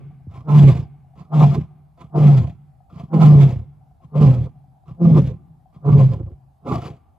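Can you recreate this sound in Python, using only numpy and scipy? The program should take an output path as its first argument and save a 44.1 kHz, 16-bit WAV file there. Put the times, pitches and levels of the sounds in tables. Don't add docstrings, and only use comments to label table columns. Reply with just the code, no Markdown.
import sys
import numpy as np
from scipy import signal
from scipy.fft import rfft, irfft, next_fast_len
from scipy.io import wavfile
from scipy.ndimage import uniform_filter1d, minimum_filter1d

SR = 44100
rng = np.random.default_rng(int(sys.argv[2]) if len(sys.argv) > 2 else 0)


def transcribe(u):
    v = np.clip(np.atleast_2d(u).T, -1, 1)
    q = np.round(v * 32767).astype(np.int16)
    wavfile.write(sys.argv[1], SR, q)


N = 316632

# (start [s], full effort [s], break [s], fade [s], effort at its full [dB], at the break [dB],
#   after the break [dB], pitch at full effort [Hz], at the break [Hz], at the fade [Hz], throat rasp [dB],
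#   nose rasp [dB], hiss [dB], boost of nose resonances above 1 kHz [dB], effort after the leap [dB], release [s],
#   length of the break [s], effort at the fade [dB], effort under which tone gives way to growl [dB])
GRUNT_ROWS = [(.45, 0.558, 0.69, .81, -6, -4.5, -16.5, 146.8, 134.3, 126, -26, -26, -40, -2, -17, .08, 0.033, -22.5, -11.5),
              (1.299, 1.431, 1.437, 1.59, -5, -4, -9.5, 148.2, 144.6, 135, -25, -28, -39.5, -0.5, -15, 0.084, 0.019, -19, -13),
              (2.119, 2.275, 2.412, 2.5, -4, -14.5, -23.5, 145.1, 124, 136, -26, -25.5, -40.5, -1.5, -15, .08, .045, -30.5, -14),
              (3.099, 3.24, 3.455, 3.59, -4.5, -8, -18, 152.9, 134, 100, -24, -27.5, -44, -1, -14, .1, 0.039, -25, -10.5),
              (4.118, 4.229, 4.29, 4.455, -7, -8, -17.5, 145.6, 130, 112, -22.5, -32, -44, -0.5, -17, .06, 0.066, -23.5, -15.5),
              (4.979, 5.071, 5.205, 5.31, -7, -8, -19.5, 162.8, 138, 122, -25, -35.5, -50, 1.5, -12.5, 0.09, .04, -22.5, -12.5),
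              (5.821, 5.933, 6.05, 6.335, -6.5, -9.5, -22, 139.3, 133, 73, -24.5, -33.5, -49.5, 1.5, -16, .04, 0.085, -34.5, -15.5),
              (6.632, 6.739, 6.79, 6.89, -22, -27, -31.5, 132.4, 128, 131, -30, -32.5, -44.5, 3, -28.5, .11, .03, -31.5, -14)]
# (length [s], effort [dB], fade [dB/s], pitch [Hz],
#   throat rasp, nose rasp, hiss re effort [dB])
EARLIER_GROWL = (0.3, -41, 116, 149, -12, -24, -44.5)
# (time [s], depth [dB], length [s])
TONE_CATCHES = [(.636, 11.5, 0.0035), (1.419, 6.5, 0.01), (1.481, 8, 0.0083), (1.541, 7, .0042),
                (2.195, 7, .011), (2.23, 4, .011), (3.185, 10, .012), (3.233, 7, .013), (3.35, 9.5, .0041),
                (4.206, 17.5, 0.005), (4.256, 7.5, 0.0049), (4.323, 7, 0.0039), (5.053, 8, 0.0072),
                (5.096, 6, .022), (5.11, 11, .0073), (5.148, 12, .0076), (5.169, 6.5, .0036),
                (5.214, 22.5, .012), (5.895, 7.5, .005), (5.919, 21, 0.0054), (5.973, 12.5, .006),
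                (5.996, 7, .012), (6.084, 7.5, 0.012), (6.131, 12.5, 0.013)]
# (time [s], throat change [dB], nose change [dB], hiss change [dB], length [s])
AIR_BURSTS = [(0.492, 1, 1, 1.5, .04), (0.587, -3, 2, 3, 0.035), (0.665, 2, -2.5, -3, 0.061),
              (0.706, 4, 6, 5.5, 0.064), (0.781, 5, 4.5, 6, 0.048), (0.822, 5, -1.5, -2, .05),
              (1.329, -0.5, 7, 4.5, 0.022), (1.432, 6, 9, 6, 0.07), (1.545, 4, 11.5, 6.5, 0.045),
              (1.585, 5.5, -3, -5.5, 0.036), (2.181, 6.5, 2, 2, 0.015), (2.384, 5.5, 8.5, 9.5, .04),
              (2.448, 5, -1.5, -1.5, 0.066), (2.506, -3.5, 6.5, 7, 0.057), (3.148, -1.5, -1, 2.5, .03),
              (3.22, 1, 6, 4.5, 0.033), (3.267, 3, 5.5, 6, 0.08), (3.426, 7, 10.5, 10, .06),
              (3.506, 6.5, 8.5, 9.5, 0.087), (4.244, 1.5, 5.5, 1.5, 0.073), (4.338, 4, 5, 6.5, 0.037),
              (4.444, -1, 0, 2.5, .04), (4.476, 10, 8, -2, 0.026), (5.057, -1.5, 6, 0, 0.017),
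              (5.18, 10.5, 15.5, 14.5, .045), (5.276, 2.5, 2.5, 10, 0.087), (5.322, 7.5, 4.5, 2, 0.058),
              (5.852, 0.5, 3.5, 5, .012), (5.893, 5, 8, 2.5, .03), (5.956, 3.5, -0.5, 1, .04),
              (6.009, 6, 11.5, 11, 0.0487), (6.079, -6.5, -3.5, 4.5, 0.077), (6.136, 5.5, 9.5, 10.5, 0.045),
              (6.213, 9.5, 9, -8.5, 0.03), (6.25, -4, -7.5, -14, 0.052), (6.286, 4.5, 7.5, -14, 0.022),
              (6.32, 11, 3, -15, 0.022), (6.687, 2, 4.5, -0.5, 0.009), (6.721, 8, 10, 1.5, 0.025),
              (6.759, 4, 7.5, 2.5, 0.06), (6.784, 8.5, 4, 0.5, 0.0203), (6.857, 5, 7, 6.5, 0.054)]
# (start [s], strongest [s], end [s], nose air [dB], snore [dB], snore pitch [Hz])
INTAKE_ROWS = [(0.289, 0.368, .445, -46, -32, 118), (1.15, 1.197, 1.27, -48.5, -36.5, 145.5),
               (1.971, 2.017, 2.085, -46.5, -38, 135.7), (2.893, 3.009, 3.08, -45.5, -30, 149.2),
               (4.009, 4.038, 4.09, -57.5, -41, 137.3), (4.852, 4.896, 4.96, -51.5, -33, 136.1),
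               (5.721, 5.752, 5.81, -55, -41, 143)]
# (centre [Hz], pole width [Hz], level [dB])
THROAT_MODES = [(257.2, 54, 3.5), (345, 73, 2), (423, 40, 0.5), (526, 64, -1)]
# (centre [Hz], pole width [Hz], level [dB])
NOSE_MODES = [(690.2, 56, -0.5), (730, 93, -7.5), (810, 27, -1.5), (896, 100, -8.5), (1039.3, 65, -5.5),
              (1174, 91, -9), (1293, 120, -15.5)]
# (centre [Hz], pole width [Hz], level [dB])
TEETH_MODES = [(2440, 1600, -2), (2860, 140, -0.5), (3296, 590, -3.5), (4900, 1000, -6)]
# (frequency [Hz], density [dB per Hz])
HISS_SPECTRUM = [(880, -37.5), (1500, 6), (1810, 0), (2210, 3), (2860, -4), (4220, -3), (5010, -18),
                 (5720, -11), (7250, -11), (8600, -21.5), (12700, -21.5), (14500, -42.5)]
# (frequency [Hz], share [dB])
LEAD_SHARE = [(60, -14.5), (250, -15), (700, -9), (1500, -10), (6000, -3.5), (14000, -0.5)]
# (frequency [Hz], share [dB])
SCATTER_SHARE = [(300, -25.5), (700, -11), (2000, -9.5), (5000, -7), (8000, -1.5), (14000, -4)]
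# (frequency [Hz], T60 [s])
BUSH_T60 = [(60, 1.1), (140, 1.14), (250, 1.2), (700, 0.23), (1500, 1.6), (5000, 0.58)]
# (time [s], approximate peak before panning [dB])
PIP_EVENTS = [(0.109, -53), (0.204, -55), (0.941, -57), (1.045, -56), (1.136, -52.5), (1.219, -63),
              (1.709, -53), (1.889, -65), (2.804, -49.5), (2.892, -55), (3.718, -56.5), (3.811, -57),
              (3.912, -52.5), (4.003, -53), (4.555, -54), (4.641, -53.5), (4.729, -58.5), (4.837, -52.5),
              (5.604, -56), (5.657, -48.5), (6.404, -54.5), (6.509, -61)]
# (time [s], level before its soft onset [dB], start pitch [Hz], end pitch [Hz],
#   glide time constant [s], T60 [s])
KNOCK = (.267, -13, 700, 88, .004, .11)
# (frequency [Hz], density [dB per Hz])
NIGHT_SPECTRUM = [(18, -33.5), (30, -15.5), (80, 8), (112, -19), (161, -17), (503, -29.5), (780, -10),
                  (911, -22.5), (1210, -33), (1930, -42.5), (2080, -45), (4770, -47), (5870, -50),
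                  (12700, -47), (14500, -51)]
# (frequency [Hz], correlation [0-1])
NIGHT_LIKENESS = [(60, 0.55), (240, 0.48), (930, 0.2), (3660, 0.66), (14400, 0.11)]

SILENT_DB, ATTACK_S, RELEASE_DB = -45.5, 0.043, 28
LEAD_S, LEAD_DB = 0.035, -20
AIR_START_DB = -24
ONSET_SHARP = 1.05
EARLY_SHARE = 0.29
# (attack [s], share of the fall in effort, loss as breath runs out [dB/s])
THROAT_LAW, NOSE_LAW, HISS_LAW = (0.035, 0.87, 18), (0.038, 0.61, 35.4), (0.04, 0.85, 10)
SNORE_LAG_S, INTAKE_START_DB, INTAKE_END_DB = 0.022, -16, -20.5
INTAKE_THROAT_DB, INTAKE_HISS_DB = -2, -11.5
BUSH_DB, NIGHT_DB = -36, -56
PIP_HZ = 733
EDGE_HZ = 14900


def grunt(start_s, full_s, break_s, fade_s, full_db, break_db, after_db, full_hz, break_hz, fade_hz,
          throat_db, nose_db, hiss_db, upper_db, leap_db, release_s, breaking_s, fade_db, growl_below_db):
    t = np.arange(start_s - LEAD_S, fade_s + release_s, 1 / SR)
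    effort_s = [start_s, start_s + ATTACK_S, full_s, break_s, break_s + breaking_s, fade_s, fade_s + release_s]
    onset_db = min(SILENT_DB, full_db - RELEASE_DB)
    levels_db = [onset_db, leap_db, full_db, break_db, after_db, fade_db, fade_db - RELEASE_DB]
    effort_db = np.interp(t, effort_s, levels_db)
    effort_db += np.interp(t, [start_s - LEAD_S, start_s], [LEAD_DB, 0])
    pitch_hz = np.interp(t, [start_s, full_s, break_s, fade_s], [ONSET_SHARP * full_hz, full_hz, break_hz, fade_hz])

    fall_db = effort_db - full_db
    late_db = fall_db * np.where(t > full_s, 1, EARLY_SHARE)
    parts = [(throat_db, late_db, THROAT_LAW), (nose_db, late_db, NOSE_LAW), (hiss_db, fall_db, HISS_LAW)]
    rasp_db = []
    for column, (level_db, air_db, (attack_s, share, loss_db_per_s)) in enumerate(parts, start=1):
        rise_s = [start_s - LEAD_S, start_s, start_s + attack_s]
        rise_db = np.interp(t, rise_s, [AIR_START_DB + LEAD_DB, AIR_START_DB, 0])
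        burst_db = bumps(t, [(row[0], row[column], row[-1]) for row in AIR_BURSTS])
        rasp_db.append(level_db + rise_db + share * air_db - loss_db_per_s * (t - start_s) + burst_db)
    return call(t, effort_db, pitch_hz, *rasp_db, upper_db=upper_db, growl_below_db=growl_below_db)


def intake(start_s, top_s, end_s, air_db, snore_db, snore_hz):
    t = np.arange(start_s, end_s + SNORE_LAG_S, 1 / SR)
    shape_s, shape_db = np.array([start_s, top_s, end_s]), [INTAKE_START_DB, 0, INTAKE_END_DB]
    air_db = air_db + np.interp(t, shape_s, shape_db)
    snore_db = snore_db + np.interp(t, shape_s + [0, SNORE_LAG_S, SNORE_LAG_S], shape_db)
    return call(t, snore_db, snore_hz, air_db + INTAKE_THROAT_DB, air_db, air_db + INTAKE_HISS_DB, upper_db=8.0)


def earlier_growl(length_s, level_db, fade_db_per_s, hz, *rasp_db):
    t = np.arange(0, length_s, 1 / SR)
    effort_db = level_db - fade_db_per_s * t
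    return call(t, effort_db, hz, *(effort_db + under_db for under_db in rasp_db))


def call(t, effort_db, hz, throat_db, nose_db, hiss_db, upper_db=0, growl_below_db=-12.0, span_db=6.5):
    building = (t < t[np.argmax(effort_db)]) & (effort_db.max() > growl_below_db)
    growl = np.clip((growl_below_db - effort_db) / span_db, 0, 1) * ~building

    catch_db = bumps(t, TONE_CATCHES)
    cycles = np.cumsum(hz * (1 + 0.027 * wander(t, 63)) + 2.7 * catch_db) / SR
    tone = np.sqrt(2) * gain_of(0.7 * wander(t, 40) - catch_db) * np.sin(2 * np.pi * cycles)
    flutter = evened(resonate(rng.standard_normal(len(t)), 1.293 * hz, 44, order=2))

    slaps = np.cumsum(31 * (1 + 0.27 * wander(t, 30))) / SR
    pulses = np.diff(np.floor(slaps), prepend=0) * gain_of(2.2 * wander(t, 40))
    pulses = evened(pulses) + 0.22 * rng.standard_normal(len(t))
    rung = evened(resonate(pulses, hz, 62, order=2))
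    chest = evened(resonate(pulses, 0.68 * hz, 55, order=3))
    voice = np.sqrt(1 - growl) * tone + 0.21 * flutter
    voice += np.sqrt(growl) * (0.96 * rung + 0.24 * chest) + 0.0083 * chest

    puffs = (1 + 0.15 * np.cos(2 * np.pi * cycles)) * (1 + 1.1 * growl * np.exp(-(slaps % 1) / 0.3))
    air = evened(puffs * gain_of(1.7 * wander(t, 34)) * rng.standard_normal(len(t)))
    closures = evened(np.diff(np.floor(cycles), prepend=0)) * (1 - growl)
    buzz = air + 0.8 * closures
    hiss = evened(colour(air, HISS_SPECTRUM)) + 0.5 * ring(air, TEETH_MODES, t, patchy_db=2.6, drift=0.025)
    nose_modes = [(f, width, db + upper_db * (f > 1000)) for f, width, db in NOSE_MODES]
    rasp = gain_of(throat_db) * ring(buzz, THROAT_MODES, t)
    rasp += gain_of(nose_db) * ring(buzz, nose_modes, t)
    rasp += gain_of(hiss_db) * evened(hiss)
    breath = gain_of(effort_db) * voice + rasp
    return t[0], breath * signal.windows.tukey(len(t), 0.1)


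def ring(air, modes, t, patchy_db=3.2, drift=0.014):
    total = 0
    for hz, width_hz, level_db in modes:
        flare = gain_of(level_db + patchy_db * wander(t, 12))
        total = total + flare * resonate(air, hz * (1 + drift * wander(t, 5)), width_hz, order=2)
    return evened(total)


def near(lion):
    quarter_turn = signal.hilbert(lion, next_fast_len(N))[:N].imag
    lead = colour(quarter_turn, LEAD_SHARE)
    lean = 0.41 * resonate(lion, 680, 350, order=2)
    scatter = colour(lion * wander(lion, 30), SCATTER_SHARE)
    side = lead + lean + scatter
    return np.array([lion + side, lion - side])


def bush(lion):
    lead = round(0.86 * SR)
    earlier = lion[:lead] * gain_of(4.5)
    source = np.concatenate([earlier, lion])
    middle, side = signal.fftconvolve(source[None], tail(BUSH_T60, 0.1), axes=1)[:, lead:lead + N]
    return gain_of(BUSH_DB) * (middle + 0.25 * side * np.array([[1], [-1]]))


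def tail(t60, first_s):
    taps = np.zeros((2, 2 * SR))
    slots = np.arange(round(first_s * SR), 2 * SR - 20, 20)
    at = slots + rng.integers(0, 20, (2, len(slots)))
    np.put_along_axis(taps, at, rng.choice([-1., 1.], at.shape), 1)
    hz, t, bands = signal.stft(taps, SR, nperseg=1024)
    decay = gain_of(-60 * t / read(t60, hz)[:, None])
    out = signal.istft(bands * decay, SR, nperseg=1024)[1]
    return out / np.linalg.norm(out[0])


def small_sounds():
    pips, knock, t = np.zeros(N), np.zeros(N), np.arange(4000) / SR
    pitches_hz = PIP_HZ * rng.uniform(1.0, 1.03, len(PIP_EVENTS))
    for (time_s, peak_db), hz in zip(PIP_EVENTS, pitches_hz):
        envelope = gain_of(peak_db - 60 * t / 0.074) * (1 - np.exp(-t / 0.0013))
        add(pips, time_s, envelope * 1.43 * np.sin(2 * np.pi * hz * t))
    time_s, level_db, start_hz, end_hz, glide_s, t60_s = KNOCK
    cycles = np.cumsum(end_hz + (start_hz - end_hz) * np.exp(-t / glide_s)) / SR
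    envelope = gain_of(level_db - 60 * t / t60_s) * (1 - np.exp(-t / 0.014)) ** 2
    add(knock, time_s, envelope * np.sin(2 * np.pi * cycles))
    return pips * gain_of([[2.5], [-2.5]]) + knock


def night():
    frames, hz = N // 512 + 5, np.fft.rfftfreq(2048, 1 / SR)
    a, b, c, d, patches = rng.standard_normal((frames, 1025, 5)).T
    patches = evened(uniform_filter1d(uniform_filter1d(patches, 8, 0), 6, 1))
    same = np.clip(read(NIGHT_LIKENESS, hz), -1, 1)[:, None]
    left = a + 1j * b
    right = same * left + np.sqrt(1 - same ** 2) * (c + 1j * d)
    bands = np.array([left, right]) * gain_of(read(NIGHT_SPECTRUM, hz)[:, None] + 2.2 * patches)
    return gain_of(NIGHT_DB) * evened(signal.istft(bands, nperseg=2048, noverlap=1536)[1][:, :N])


def gain_of(db):
    return 10 ** (np.asarray(db) / 20)


def evened(x):
    return x / np.sqrt(np.mean(x ** 2) + 1e-20)


def read(points, hz):
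    f, value = np.transpose(points)
    return np.interp(np.log(hz + 1), np.log(f + 1), value)


def add(mix, time_s, sound):
    part = mix[round(time_s * SR):][:len(sound)]
    part += sound[:len(part)]


def colour(x, points):
    size = x.shape[-1]
    return irfft(rfft(x) * gain_of(read(points, np.fft.rfftfreq(size, 1 / SR))), size)


def resonate(x, hz, width_hz, order=1):
    turn = np.exp(2j * np.pi * np.cumsum(hz * np.ones(len(x))) / SR)
    pole = np.exp(-np.pi * width_hz / SR)
    low = x / turn + 1e-18
    for _ in range(order):
        low = signal.lfilter([1 - pole], [1, -pole], low)
    return 2 * (turn * low).real


def wander(t, per_s):
    size = max(int(SR / per_s / 2), 1)
    return evened(uniform_filter1d(uniform_filter1d(rng.standard_normal(len(t)), size), size))


def bumps(t, events):
    total_db = np.zeros(len(t))
    for time_s, height_db, length_s in events:
        if t[0] < time_s < t[-1]:
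            total_db += height_db * np.exp(-(2 * (t - time_s) / length_s) ** 2)
    return total_db


def scene():
    lion = np.zeros(N)
    add(lion, *earlier_growl(*EARLIER_GROWL))
    for row in GRUNT_ROWS:
        add(lion, *grunt(*row))
    for row in INTAKE_ROWS:
        add(lion, *intake(*row))
    lion = signal.sosfilt(signal.butter(4, 58, "highpass", fs=SR, output="sos"), lion)
    return near(lion) + bush(lion) + night() + small_sounds()


def record(dry):
    thin = signal.sosfilt(signal.butter(2, 40, "highpass", fs=SR, output="sos"), dry)
    peak_gain = np.minimum(1, 0.97 / (abs(thin).max(0) + 1e-9))
    held = thin * uniform_filter1d(minimum_filter1d(peak_gain, size=441), size=441)
    band_limit = signal.firwin(1023, EDGE_HZ, window=("kaiser", 9), fs=SR)
    return signal.oaconvolve(held, band_limit[None], "same")


dry = scene()
out = record(dry)
transcribe(out)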